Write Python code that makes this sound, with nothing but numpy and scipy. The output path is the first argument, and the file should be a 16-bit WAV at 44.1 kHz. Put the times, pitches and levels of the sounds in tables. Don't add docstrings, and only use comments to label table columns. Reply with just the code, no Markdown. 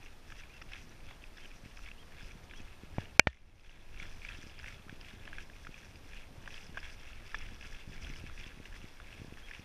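import sys
import numpy as np
from scipy import signal
from scipy.fft import rfft, irfft, next_fast_len
from scipy.io import wavfile
from scipy.ndimage import uniform_filter1d, map_coordinates

SR = 44100
rng = np.random.default_rng(int(sys.argv[2]) if len(sys.argv) > 2 else 0)


def decibels_to_gain(level_db):
    exponent = np.asarray(level_db, float) / 20
    return 10 ** exponent


def transcribe(signal):
    frames = np.atleast_2d(signal).T
    limited = np.clip(frames, -1, 1)
    pcm = np.round(limited * 32767).astype(np.int16)
    wavfile.write(sys.argv[1], SR, pcm)


N = 425124
TOP_HZ = 15300

# pitch in Hz, width in Hz, level in dB.
CASE = [(1366, 110, -3), (1670, 160, 2.5), (2200, 400, 1), (2600, 310, 3), (3395, 220, -1)]
# pitch in Hz, width in Hz, level in dB.
PORT = [(5090, 540, -2), (5830, 550, -1.5), (9600, 2500, -16.5)]


def unit(x):
    return x / np.sqrt(np.mean(x ** 2) + 1e-20)


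def wobble(rate):
    coarse = np.arange(0, N + 64, 64)
    knots = rng.standard_normal(int(N * rate / SR) + 4)
    smooth = map_coordinates(knots, [coarse * rate / SR])
    return np.interp(np.arange(N), coarse, smooth)


def swells(rows, rest_db):
    s, db, rise, fall = np.transpose(rows)[..., None]
    t = np.arange(0, N + 64, 64) / SR
    away = np.maximum((s - t) / np.maximum(rise, .01), (t - s) / np.maximum(fall, .01))
    power = (decibels_to_gain(db - 15 * away) ** 2).sum(0) + decibels_to_gain(rest_db) ** 2
    return np.interp(np.arange(N) / SR, t, 10 * np.log10(power))


def filtered(x, response):
    m = next_fast_len(N + 8192)
    return irfft(rfft(x, m) * response(np.fft.rfftfreq(m, 1 / SR)), m)[:N]


def noise(spectrum):
    hz, db = np.transpose(spectrum)

    def colour(f):
        return decibels_to_gain(np.interp(np.log(f + 1), np.log(hz), db, -120, -120))

    return unit(filtered(rng.standard_normal(N), colour))


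def resonate(x, modes):
    return sum((-1) ** k * decibels_to_gain(db) * signal.lfilter(*signal.iirpeak(hz, hz / width, SR), x)
               for k, (hz, width, db) in enumerate(modes))


def electronics():
    # frequency in Hz, level in dB per Hz.
    hiss = [(120, -30.5), (200, 0.5), (1120, -6), (2680, -11.5), (4310, -14.5), (5890, -17.5),
            (7740, -23.5), (9640, -23), (11200, -28), (12200, -28), (13400, -31.5), (15200, -32),
            (15800, -59)]
    # pitch in Hz, level in dB rms.
    whine_tones = [(7101, -93), (9469, -83), (11838, -84.5), (13006, -102), (14207, -90)]
    t = np.arange(N) / SR
    whine = sum(decibels_to_gain(db + 3 + 1.3 * wobble(40)) * np.sin(2 * np.pi * hz * t) for hz, db in whine_tones)
    return decibels_to_gain(-62) * noise(hiss) + whine


def wind():
    # peak in seconds, level in dB.
    gusts = [(.08, -49.5), (.36, -47), (.72, -47.5), (1.06, -47), (1.28, -50), (1.48, -48), (1.86, -44.5),
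             (2.23, -45), (2.62, -45.5), (2.98, -47.5), (3.42, -42.5), (3.68, -44), (3.95, -41.5),
             (4.12, -44.5), (4.32, -45.5), (4.65, -46.5), (5.0, -49.5), (5.36, -43.5), (5.65, -48.5),
             (6.16, -45), (6.53, -45.5), (6.85, -43.5), (7.12, -45), (7.41, -41), (7.74, -44), (8.06, -40),
             (8.36, -43), (8.74, -45.5), (9.04, -48), (9.43, -46)]
    # time in seconds, strength in dB.
    strength = [(0, -62.5), (1.2, -62), (2.3, -61), (3.1, -58.5), (3.5, -57.5), (3.9, -62.5), (4.24, -59.5),
                (4.67, -62.5), (5.1, -60), (5.8, -62), (6.55, -59), (7.1, -59.5), (7.6, -60.5),
                (8.1, -56.5), (8.56, -62), (9.25, -61), (9.64, -61.5)]
    # frequency in Hz, level in dB per Hz.
    buffet_spectrum = [(7.1, -32), (12, 7), (27, -0.5), (90, -17.5), (120, -41.5), (200, -120)]
    # frequency in Hz, level in dB per Hz.
    flutter_spectrum = [(40, -26.5), (70, 5), (200, -9.5), (400, -16.5), (900, -24), (2000, -45.5)]
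    gust_s, lull_db = .2, -60
    buffet_db = swells([(s, db, gust_s, gust_s) for s, db in gusts], lull_db)
    flutter_db = np.interp(np.arange(N) / SR, *np.transpose(strength))

    buffet = noise(buffet_spectrum)
    recent_power = np.abs(uniform_filter1d(buffet ** 2, size=SR // 10))
    buffet = unit(buffet / np.sqrt(recent_power + .3))

    puffy_db = np.minimum(2.6 * wobble(25) + 2.6 * wobble(6), 4)
    flutter = unit(decibels_to_gain(puffy_db) * noise(flutter_spectrum))
    return decibels_to_gain(buffet_db + 0.2) * buffet + decibels_to_gain(flutter_db + 2.0) * flutter


def puffs():
    # start in seconds, peak in dB.
    strong = [(1.636, -46), (1.658, -43.5), (2.231, -45), (2.353, -45), (2.601, -44.5), (2.834, -41),
              (3.254, -46), (4.02, -45), (4.387, -45), (4.438, -45.5), (4.466, -46), (4.865, -45.5),
              (4.895, -46.5), (4.926, -40), (5.136, -45), (5.691, -42.5), (6.693, -43), (7.876, -43),
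              (7.894, -42), (8.099, -39.5), (8.239, -41.5), (8.464, -43.5), (8.573, -46), (8.6, -41.5),
              (8.841, -42), (9.196, -46), (9.216, -41), (9.245, -41), (9.28, -43), (9.323, -40.5),
              (9.594, -46.5)]
    out, t = np.zeros(N + 400), np.arange(400) / SR
    stray = [(9.6 * when, -56 + 5 * size) for when, size in rng.random((20, 2))]
    for s, db in strong + stray:
        width_s = .0011 * decibels_to_gain(rng.normal(0, 2.0))
        out[round(s * SR):][:len(t)] -= decibels_to_gain(db + 5.5) * np.exp(-((t - .002) / width_s) ** 2)
    bass_cut = signal.butter(2, 55, "high", fs=SR, output="sos")
    return signal.sosfilt(bass_cut, out[:N])


def whistles():
    # start in seconds, length in seconds, start Hz, top Hz, end Hz, level in dB, roughness 0-1.
    calls = [
        (0.489, 0.105, 2200, 2700, 2640, -57, .9),
        (1.398, .062, 2150, 3170, 3000, -60, .5),
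        (1.973, .065, 2300, 3250, 3050, -60, .5),
        (2.542, .065, 2400, 3300, 3050, -58, .5),
        (4.55, .045, 2550, 3300, 3250, -62, .3),
        (9.424, 0.056, 2950, 3330, 3080, -58, .15),
    ]
    out, waver, flicker = np.zeros(N), wobble(160), wobble(350)
    for s, length, start_hz, top_hz, end_hz, db, rough in calls:
        u = np.arange(round(length * SR)) / (length * SR)
        here = slice(round(s * SR), round(s * SR) + len(u))
        rise = (top_hz - start_hz) * np.clip(1 - u / 0.45, 0, 1) ** 1.9
        fall = (top_hz - end_hz) * np.clip((u - .5) / .5, 0, 1) ** 2.2
        quaver, flutter = rough * waver[here], rough * flicker[here]
        swell = np.sin(np.pi * u ** 0.85) ** 0.45 * (1 - .3 * rough + .55 * flutter)
        turn = 2 * np.pi * np.cumsum(top_hz - rise - fall + 40 * quaver) / SR
        tone = np.sin(turn) + decibels_to_gain(-13) * rough * np.sin(1.86 * turn)
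        out[here] += decibels_to_gain(db + 1.0) * swell * tone
    return out


def grit(per_second, spread_db, rub):
    when, side, size = rng.random((3, int(per_second * N / SR)))
    size_db = spread_db * np.minimum(-np.log(size), 3)
    breaks = np.bincount((when * N).astype(int), np.sign(side - .5) * decibels_to_gain(size_db), N)
    return unit(breaks) + rub * np.sqrt(12) * (rng.random(N) - .5)


def crunch(modes, per_second, clumps_db, own_db):
    shared = resonate(grit(per_second, spread_db=2.8, rub=.5), modes)
    own = 0
    for mode in modes:
        grains = grit(per_second / 4, spread_db=3.2, rub=.45)
        own = own + decibels_to_gain(own_db * wobble(40)) * resonate(grains, [mode])
    return unit(decibels_to_gain(clumps_db) * (.7 * shared + 1.3 * own))


def boots():
    # full weight in seconds, crunch in dB, roll-on in seconds, roll-off in seconds.
    steps = [(.048, -60.5, 0.13, 0.2), (.4, -56.5, .16, 0.093), (.748, -51.5, 0.076, 0.085),
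             (1.108, -55, 0.14, 0.075), (1.428, -58.5, 0.15, 0.29), (1.872, -58, .18, .1),
             (2.218, -55, 0.18, 0.23), (2.592, -59, 0.19, .45), (3.008, -52, .08, 0.083),
             (3.3, -51.5, .03, 0.19), (3.702, -56, .25, 0.24), (4.028, -49.5, 0.094, 0.09),
             (4.3, -52, 0.14, 0.31), (4.678, -53, 0.064, .17), (5.09, -55, 0.16, 0.22),
             (5.412, -54, 0.31, 0.063), (5.788, -57.5, 0.25, 0.27), (6.148, -54, 0.12, 0.16),
             (6.562, -53, .17, .19), (6.84, -52, 0.091, 0.16), (7.088, -54.5, 0.17, 0.2),
             (7.428, -53, .4, 0.19), (7.76, -53.5, 0.21, 0.15), (8.062, -52, 0.16, .2),
             (8.41, -52, 0.073, .22), (8.86, -59, 0.2, 0.12), (9.148, -57, 0.31, 0.31),
             (9.552, -54.5, .18, .12)]
    # time in seconds, crunch in dB, brightness in dB.
    scuffs = [(.3, -63, 5), (.39, -65, 7), (.558, -57, -1), (.8, -66, 9), (.918, -63, 3), (1.248, -62, 3),
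              (1.668, -61, 0), (1.85, -64, 7), (2.002, -64, 3), (2.6, -64, 8), (3.16, -62, 0),
              (4.128, -63, 5), (4.26, -61, 7), (4.47, -63.5, 9), (4.598, -55, -8), (4.908, -63, 0),
              (5.558, -62, 3), (6.54, -61, 7), (6.798, -56, 4), (7.53, -59.5, 3), (7.658, -54, 2.5),
              (7.95, -55, 3), (8.1, -60, 9), (8.19, -54.5, 2), (8.29, -55.5, -8), (8.4, -60, 7),
              (8.66, -58, 0), (8.76, -56, 3), (9.062, -65, -2), (9.398, -58, -2)]
    on_s, off_s, bed_db = .07, .08, -73
    fine_grows = 0.64
    dull_scuffs = [(s, db, on_s, off_s) for s, db, _ in scuffs]
    bright_scuffs = [(s, db + more / fine_grows, on_s, off_s) for s, db, more in scuffs]
    crunch_db = swells(steps + dull_scuffs, bed_db)
    bright_db = swells(steps + bright_scuffs, bed_db)
    fine_db = -71.5 + fine_grows * (bright_db + 60)

    clumps = wobble(50)
    fine_clumps = .8 * clumps + 1.7 * wobble(30) + 1.6 * wobble(14)
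    coarse = crunch(CASE, 600, clumps, own_db=2.2)
    fine = crunch(PORT, 900, fine_clumps, own_db=2.5)
    muffle = signal.butter(1, 9000, fs=SR, output="sos")
    return signal.sosfilt(muffle, decibels_to_gain(crunch_db - .3) * coarse + decibels_to_gain(fine_db + 2.5) * fine)


def ticks():
    # start in seconds, peak in dB, pitch in Hz, thud against peak in dB.
    tips = [(.3212, -37, 1650, -25), (.615, -39, 2080, -11), (.7332, -33, 2600, -29),
            (1.1098, -40, 1910, -13), (1.239, -38.5, 2520, -23), (1.8861, -38, 2330, -26),
            (2.5361, -38, 1620, -18), (3.9993, -34, 2230, -22), (4.2487, -33, 2330, -22),
            (4.2881, -32.5, 2510, -24), (4.5904, -41, 2500, -20), (4.6423, -34, 1750, -22),
            (4.6817, -34.5, 2100, -25), (4.8947, -36.5, 1580, -22), (5.2764, -37, 1680, -11),
            (5.3297, -35.5, 1620, -24), (5.3831, -33, 1650, -32), (5.6686, -34.5, 1440, -23),
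            (6.4592, -40.5, 2590, -9), (6.4761, -32.5, 1610, -12), (6.772, -30, 1560, -11),
            (7.3442, -27, 1740, -26), (7.648, -39.5, 1630, -24), (7.9792, -40, 2300, -8),
            (8.0471, -38, 3260, -16), (8.3773, -38, 2520, -20), (9.0004, -38, 1430, -18),
            (9.3718, -40, 1650, -15), (9.5112, -34.5, 1760, -27), (9.5351, -35, 2490, -24)]
    # start in seconds, peak in dB, pitch in Hz.
    rebounds = [(.3235, -41, 1350), (.6185, -40, 1370), (6.7758, -33, 1550), (6.7784, -32, 1640),
                (7.3444, -29, 1200), (7.3476, -36, 1600), (7.3502, -35, 2350)]
    # start in seconds, peak in dB, pitch in Hz.
    turning = [(.0608, -41, 2640), (.7188, -41, 1550), (0.621, -38.5, 2700), (1.3818, -40, 1650),
               (1.4561, -40.5, 2980), (1.7724, -39.5, 2360), (1.7908, -43, 1370), (1.8607, -38, 2320),
               (1.9145, -38, 2670), (2.3106, -41.5, 2480), (2.5107, -38.5, 2400), (3.055, -42, 2800),
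               (3.329, -50, 2270), (3.345, -54, 2100), (3.371, -53, 2100), (5.2533, -43, 2610),
               (4.8821, -44, 1400), (1.2218, -48, 3370), (3.6945, -44.5, 2670), (4.0267, -38, 2380),
               (4.6603, -35.5, 2290), (5.0474, -42, 2520), (5.4984, -42.5, 1700), (5.7423, -39, 2460),
               (6.5285, -43, 1670), (6.5415, -37, 3200), (6.8293, -39, 1660), (7.1311, -42, 2610),
               (7.626, -39, 2630), (7.7253, -41, 1720), (8.1364, -43, 2060), (8.2641, -40.5, 2320),
               (8.6547, -40.5, 2780), (9.4848, -39, 2240), (9.5482, -36, 2760), (.3017, -45, 1720),
               (.7345, -37, 3350), (1.0884, -44, 2270), (1.8753, -42, 2170), (1.3745, -44, 3350),
               (6.779, -40, 2550), (6.79, -42, 2700), (4.743, -45, 3400), (2.497, -45, 2500),
               (4.3119, -42, 1700), (4.3204, -40, 3200), (4.6297, -42, 1660), (5.6489, -44, 1630),
               (6.8335, -42, 2300), (6.8435, -42, 3300), (7.4235, -41, 2700), (7.428, -43, 1700),
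               (8.0249, -43, 2230), (8.274, -43, 2500)]
    # start in seconds, peak in dB, pitch in Hz.
    grains = [(0.3894, -46, 1930), (0.3994, -44, 2570), (0.4074, -45, 1710), (0.4349, -44, 2360),
              (0.4554, -49, 1610), (0.7564, -43, 2500), (0.7644, -40, 2680), (1.0036, -49, 2350),
              (3.9444, -46, 1680), (3.9744, -44, 2300), (4.0534, -39, 1700), (4.2178, -41, 2480),
              (4.347, -40, 2620), (4.4293, -43, 1740), (4.4962, -45, 2820), (4.5814, -44, 2520),
              (4.597, -40, 1710), (4.7244, -45, 2070), (6.5051, -44, 2610), (6.5779, -40, 2690),
              (6.6298, -45, 2740), (6.7014, -48, 2820), (6.8514, -40, 2150), (6.8633, -39, 1680),
              (6.8972, -46, 2640), (7.0314, -45, 1700), (7.0524, -44, 2690), (7.0744, -43, 2650),
              (7.2544, -46, 2430), (7.3163, -45, 1650), (7.4064, -44, 1330), (7.4124, -42, 2370),
              (7.419, -41, 2630), (7.4614, -45, 2710), (7.4874, -45, 1590), (7.6101, -39, 2530),
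              (7.7473, -40, 2530), (7.9309, -44, 2650), (8.0686, -42, 1620), (8.0954, -42, 2380),
              (8.1599, -41, 2920), (8.1978, -45, 2720), (8.297, -42, 1400), (8.3978, -41, 2410),
              (8.4104, -41, 2520), (8.4402, -40, 3330), (8.4771, -41, 2630), (8.517, -44, 1680),
              (8.7256, -42, 1680), (8.7415, -41, 1720), (8.7625, -42, 2030), (8.8159, -45, 2710),
              (9.178, -43, 2310)]
    # start in seconds, peak in dB, pitch in Hz.
    pebbles = [(0.0283, -48, 2450), (1.514, -46, 2450), (2.0792, -49, 1690), (2.1201, -48, 1700),
               (2.1834, -46, 2340), (2.1949, -44, 2490), (2.2079, -41, 1630), (2.6818, -48, 2580),
               (3.0824, -51, 2770), (3.5957, -56, 2580), (3.6461, -51, 1630), (3.7733, -53, 2230),
               (4.8219, -49, 3380), (5.0115, -44, 2690), (5.3527, -46, 2210), (5.5343, -48, 2400),
               (5.8321, -48, 1690), (5.9569, -47, 2740), (6.1225, -46, 2440), (6.1324, -44, 2450),
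               (6.1454, -45, 2630), (6.2332, -48, 2250), (8.97, -49, 2240), (9.0844, -49, 2430),
               (9.1052, -44, 2680), (9.1272, -40, 2610), (9.3102, -49, 2090), (9.3382, -49, 2570),
               (9.3811, -44, 1650), (9.5956, -44, 2570)]
    # start in seconds, peak in dB, pitch in Hz.
    bright_chips = [(0.617, -42, 5120), (.6235, -43, 5600), (.7203, -46, 5220), (.8934, -46, 5860),
                    (1.3728, -44, 5300), (1.7699, -44, 5230), (2.3181, -45, 5850), (3.33, -58, 5800),
                    (3.345, -57, 5900), (3.998, -45, 6020), (4.5906, -38, 4930), (5.0117, -39, 5100),
                    (5.957, -45, 4970), (6.5257, -46, 5300), (6.6659, -43, 5170), (7.387, -36, 5630),
                    (7.5449, -43, 5670), (7.73, -47, 5810), (7.94, -44, 5700), (8.1361, -44, 4500),
                    (8.165, -46, 5210), (8.4673, -48, 5570), (8.9392, -50, 5540), (9.51, -48, 5500)]
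    # start in seconds, peak in dB, pitch in Hz.
    more_chips = [(0.2788, -55, 5210), (0.387, -52, 5870), (0.4, -49, 6060), (1.4057, -51, 5220),
                  (1.8477, -50, 5140), (2.58, -53, 5680), (2.6165, -50, 6330), (4.0961, -52, 5840),
                  (4.2567, -51, 4860), (4.4298, -50, 5760), (4.4717, -48, 5060), (5.254, -53, 5170),
                  (5.7862, -51, 6060), (5.8466, -50, 5550), (6.5435, -47, 4940), (6.8024, -47, 5190),
                  (6.997, -51, 5530), (7.0334, -51, 5570), (7.3178, -50, 5180), (7.3564, -48, 5550),
                  (7.4135, -50, 5190), (7.6106, -50, 5060), (8.0361, -47, 5180), (8.093, -45, 5980),
                  (8.3988, -50, 5570), (9.4938, -51, 5460), (9.5986, -52, 5640)]
    # pitch in Hz, width in Hz, level in dB.
    ground = [(594, 350, 1.5), (1200, 550, 3.5)]
    stone_t60_s, chip_t60_s = .012, .0073
    jar = .05

    poles = [(s, db, hz, .012 + .0008 * (db + 36), thud_db) for s, db, hz, thud_db in tips]
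    stones = [(*row, stone_t60_s, -21) for row in turning + rebounds + grains + pebbles]
    chips = bright_chips + [(s, db + 4, hz) for s, db, hz in more_chips]
    chips = [(*row, chip_t60_s, -40) for row in chips]

    (ring, shock, thud), t = np.zeros((3, N + 1200)), np.arange(1200) / SR
    for s, db, hz, t60, thud_db in poles + stones + chips:
        here = slice(round(s * SR), round(s * SR) + len(t))
        fall = decibels_to_gain(db - 60 * t / np.clip(t60, .003, .05)) * (1 - np.exp(-t / 0.00042))
        signs = np.sign(rng.standard_normal(len(t)))
        ring[here] += fall * np.sin(2 * np.pi * hz * t + jar * np.cumsum(signs))
        shock[here] += fall * signs
        thud[here] += decibels_to_gain(thud_db) * fall * signs
    air = decibels_to_gain(6.5) * resonate(shock[:N], CASE) + decibels_to_gain(-8) * resonate(shock[:N], PORT[:2])
    return decibels_to_gain(2.0) * ring[:N] + air + decibels_to_gain(17.0) * resonate(thud[:N], ground)


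def rings(modes, k, pitch, t):
    return sum(decibels_to_gain(row[2 + k] - 60 * t / row[1]) * np.sin(2 * np.pi * row[pitch] * t) for row in modes)


def knocks():
    # start in seconds, peak in dB, contact in seconds, body thump in dB, thump Hz, hardness Hz.
    blows = [
        (2.9832, -25, 0.0028, -26, 90, 3500),
        (3.1948, -.6, .0028, -31, 72, 15000),
        (3.271, -13.5, .003, -25.5, 62, 5000),
    ]
    swing_db = [-9, -16, -7]
    # pitch in Hz, t60 in seconds, dB in knocks 1, 2 and 3, Hz in the softer knocks.
    shell = [(321, .014, -7, -15, -23, 304), (609, .018, -2, -11, -19, 594), (818, .014, -2, -10, -18, 824),
             (1590, .03, -13, -8, -21, 1470), (1921, .03, -14, -13, -18, 1800),
             (2303, .034, -12, -2, -20, 2285), (2984, .02, -22, -14, -25, 2945),
             (3486, .015, -35, -18, -28, 3482), (4448, .01, -24, -8, -31, 4454),
             (5389, .01, -34, -10, -40, 5100), (5949, .01, -30, -8, -40, 5400),
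             (6948, .005, -40, -10, -34, 6900), (8188, .003, -35, -11, -45, 7900),
             (11171, .003, -45, -14, -45, 10000)]
    # pitch in Hz, t60 in seconds, dB in knocks 1, 2 and 3.
    after = [(610, .04, -36, -38, -27), (1626, .04, -36, -38, -32), (1820, .12, -40, -54, -33),
             (2480, .07, -42, -44, -44), (2762, .064, -38, -37, -38)]
    out, t = np.zeros(N), np.arange(SR // 8) / SR
    for k, (s, db, contact_s, thump_db, thump_hz, hard_hz) in enumerate(blows):
        hardest = k == 1
        onset = 1 - np.exp(-t / 0.00021)
        late = t - contact_s
        damping_db = -20 * np.clip(late / 0.0008, 0, 1) - 60 * np.maximum(late, 0) / .05
        blow = rings(shell, k, 0 if hardest else -1, t) * onset * decibels_to_gain(damping_db)
        blow = blow / np.abs(blow).max()
        rattle = decibels_to_gain(-23 - 60 * t / .05) * rng.standard_normal(len(t))
        crack = decibels_to_gain(-22 - 60 * t / (2.5 * contact_s)) * rng.standard_normal(len(t))
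        blow = blow + crack + rattle * (not hardest) + onset * rings(after, k, 0, t)
        soft = signal.butter(4, min(hard_hz, 20000), fs=SR, output="sos")
        blow = signal.sosfilt(soft, blow)

        cycles = thump_hz * t + .42 * (1 - np.exp(-t / .0021))
        thump_level = decibels_to_gain(thump_db - 60 * t / .03) + decibels_to_gain(thump_db + swing_db[k] - 60 * t / .14)
        thump = thump_level * np.sin(2 * np.pi * cycles)
        out[round(s * SR):][:len(t)] += decibels_to_gain(db) * blow + thump
    return signal.sosfilt(signal.butter(8, 15200, fs=SR, output="sos"), out)


def gain_control():
    duck_s, duck_db, hold_s, recover_s = 3.177, -13.5, .2, 0.62
    since = np.arange(N) / SR - duck_s
    recovery = np.clip((since - hold_s) / recover_s, 0, 1)
    return decibels_to_gain(duck_db * np.clip(since / .003, 0, 1) * (1 - recovery))


def scene():
    on_case = knocks()
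    steady = gain_control() * (boots() + electronics() + wind() + puffs())
    dull = signal.butter(2, 7500, fs=SR, output="sos")
    around = steady + signal.sosfilt(dull, ticks()) + whistles()
    return (on_case + filtered(around, lambda hz: hz < TOP_HZ))[None]


def sparse_top(x):
    # start in seconds, length in seconds.
    dropouts = [(.72, .02), (1.232, .015), (1.898, .036), (2.495, .04), (2.964, .036), (3.988, .02),
                (4.28, .015), (5.268, .015), (5.335, .055), (5.652, .031), (6.47, .015), (7.335, .015),
                (8.365, .032)]
    sparse_hz, keep_db = 12750, 2.2
    hz, t, z = signal.stft(x, SR, nperseg=1024)
    top = z[:, hz > sparse_hz]
    usual = np.median(np.abs(z[:, (hz > sparse_hz) & (hz < TOP_HZ)]))
    strong = uniform_filter1d(np.abs(top), size=3, axis=1) > usual * decibels_to_gain(keep_db)
    given_up = sum((t > s) & (t < s + length) for s, length in dropouts) > 0
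    z[:, hz > sparse_hz] = top * strong * ~given_up
    return signal.istft(z, SR, nperseg=1024)[1][:, :N]


def low_pass(x):
    return signal.sosfilt(signal.butter(12, 16230, fs=SR, output="sos"), x)


def record(dry):
    clipped = np.clip(sparse_top(dry), -1, 1)
    return low_pass(clipped)


dry = scene()
out = record(dry)
transcribe(out)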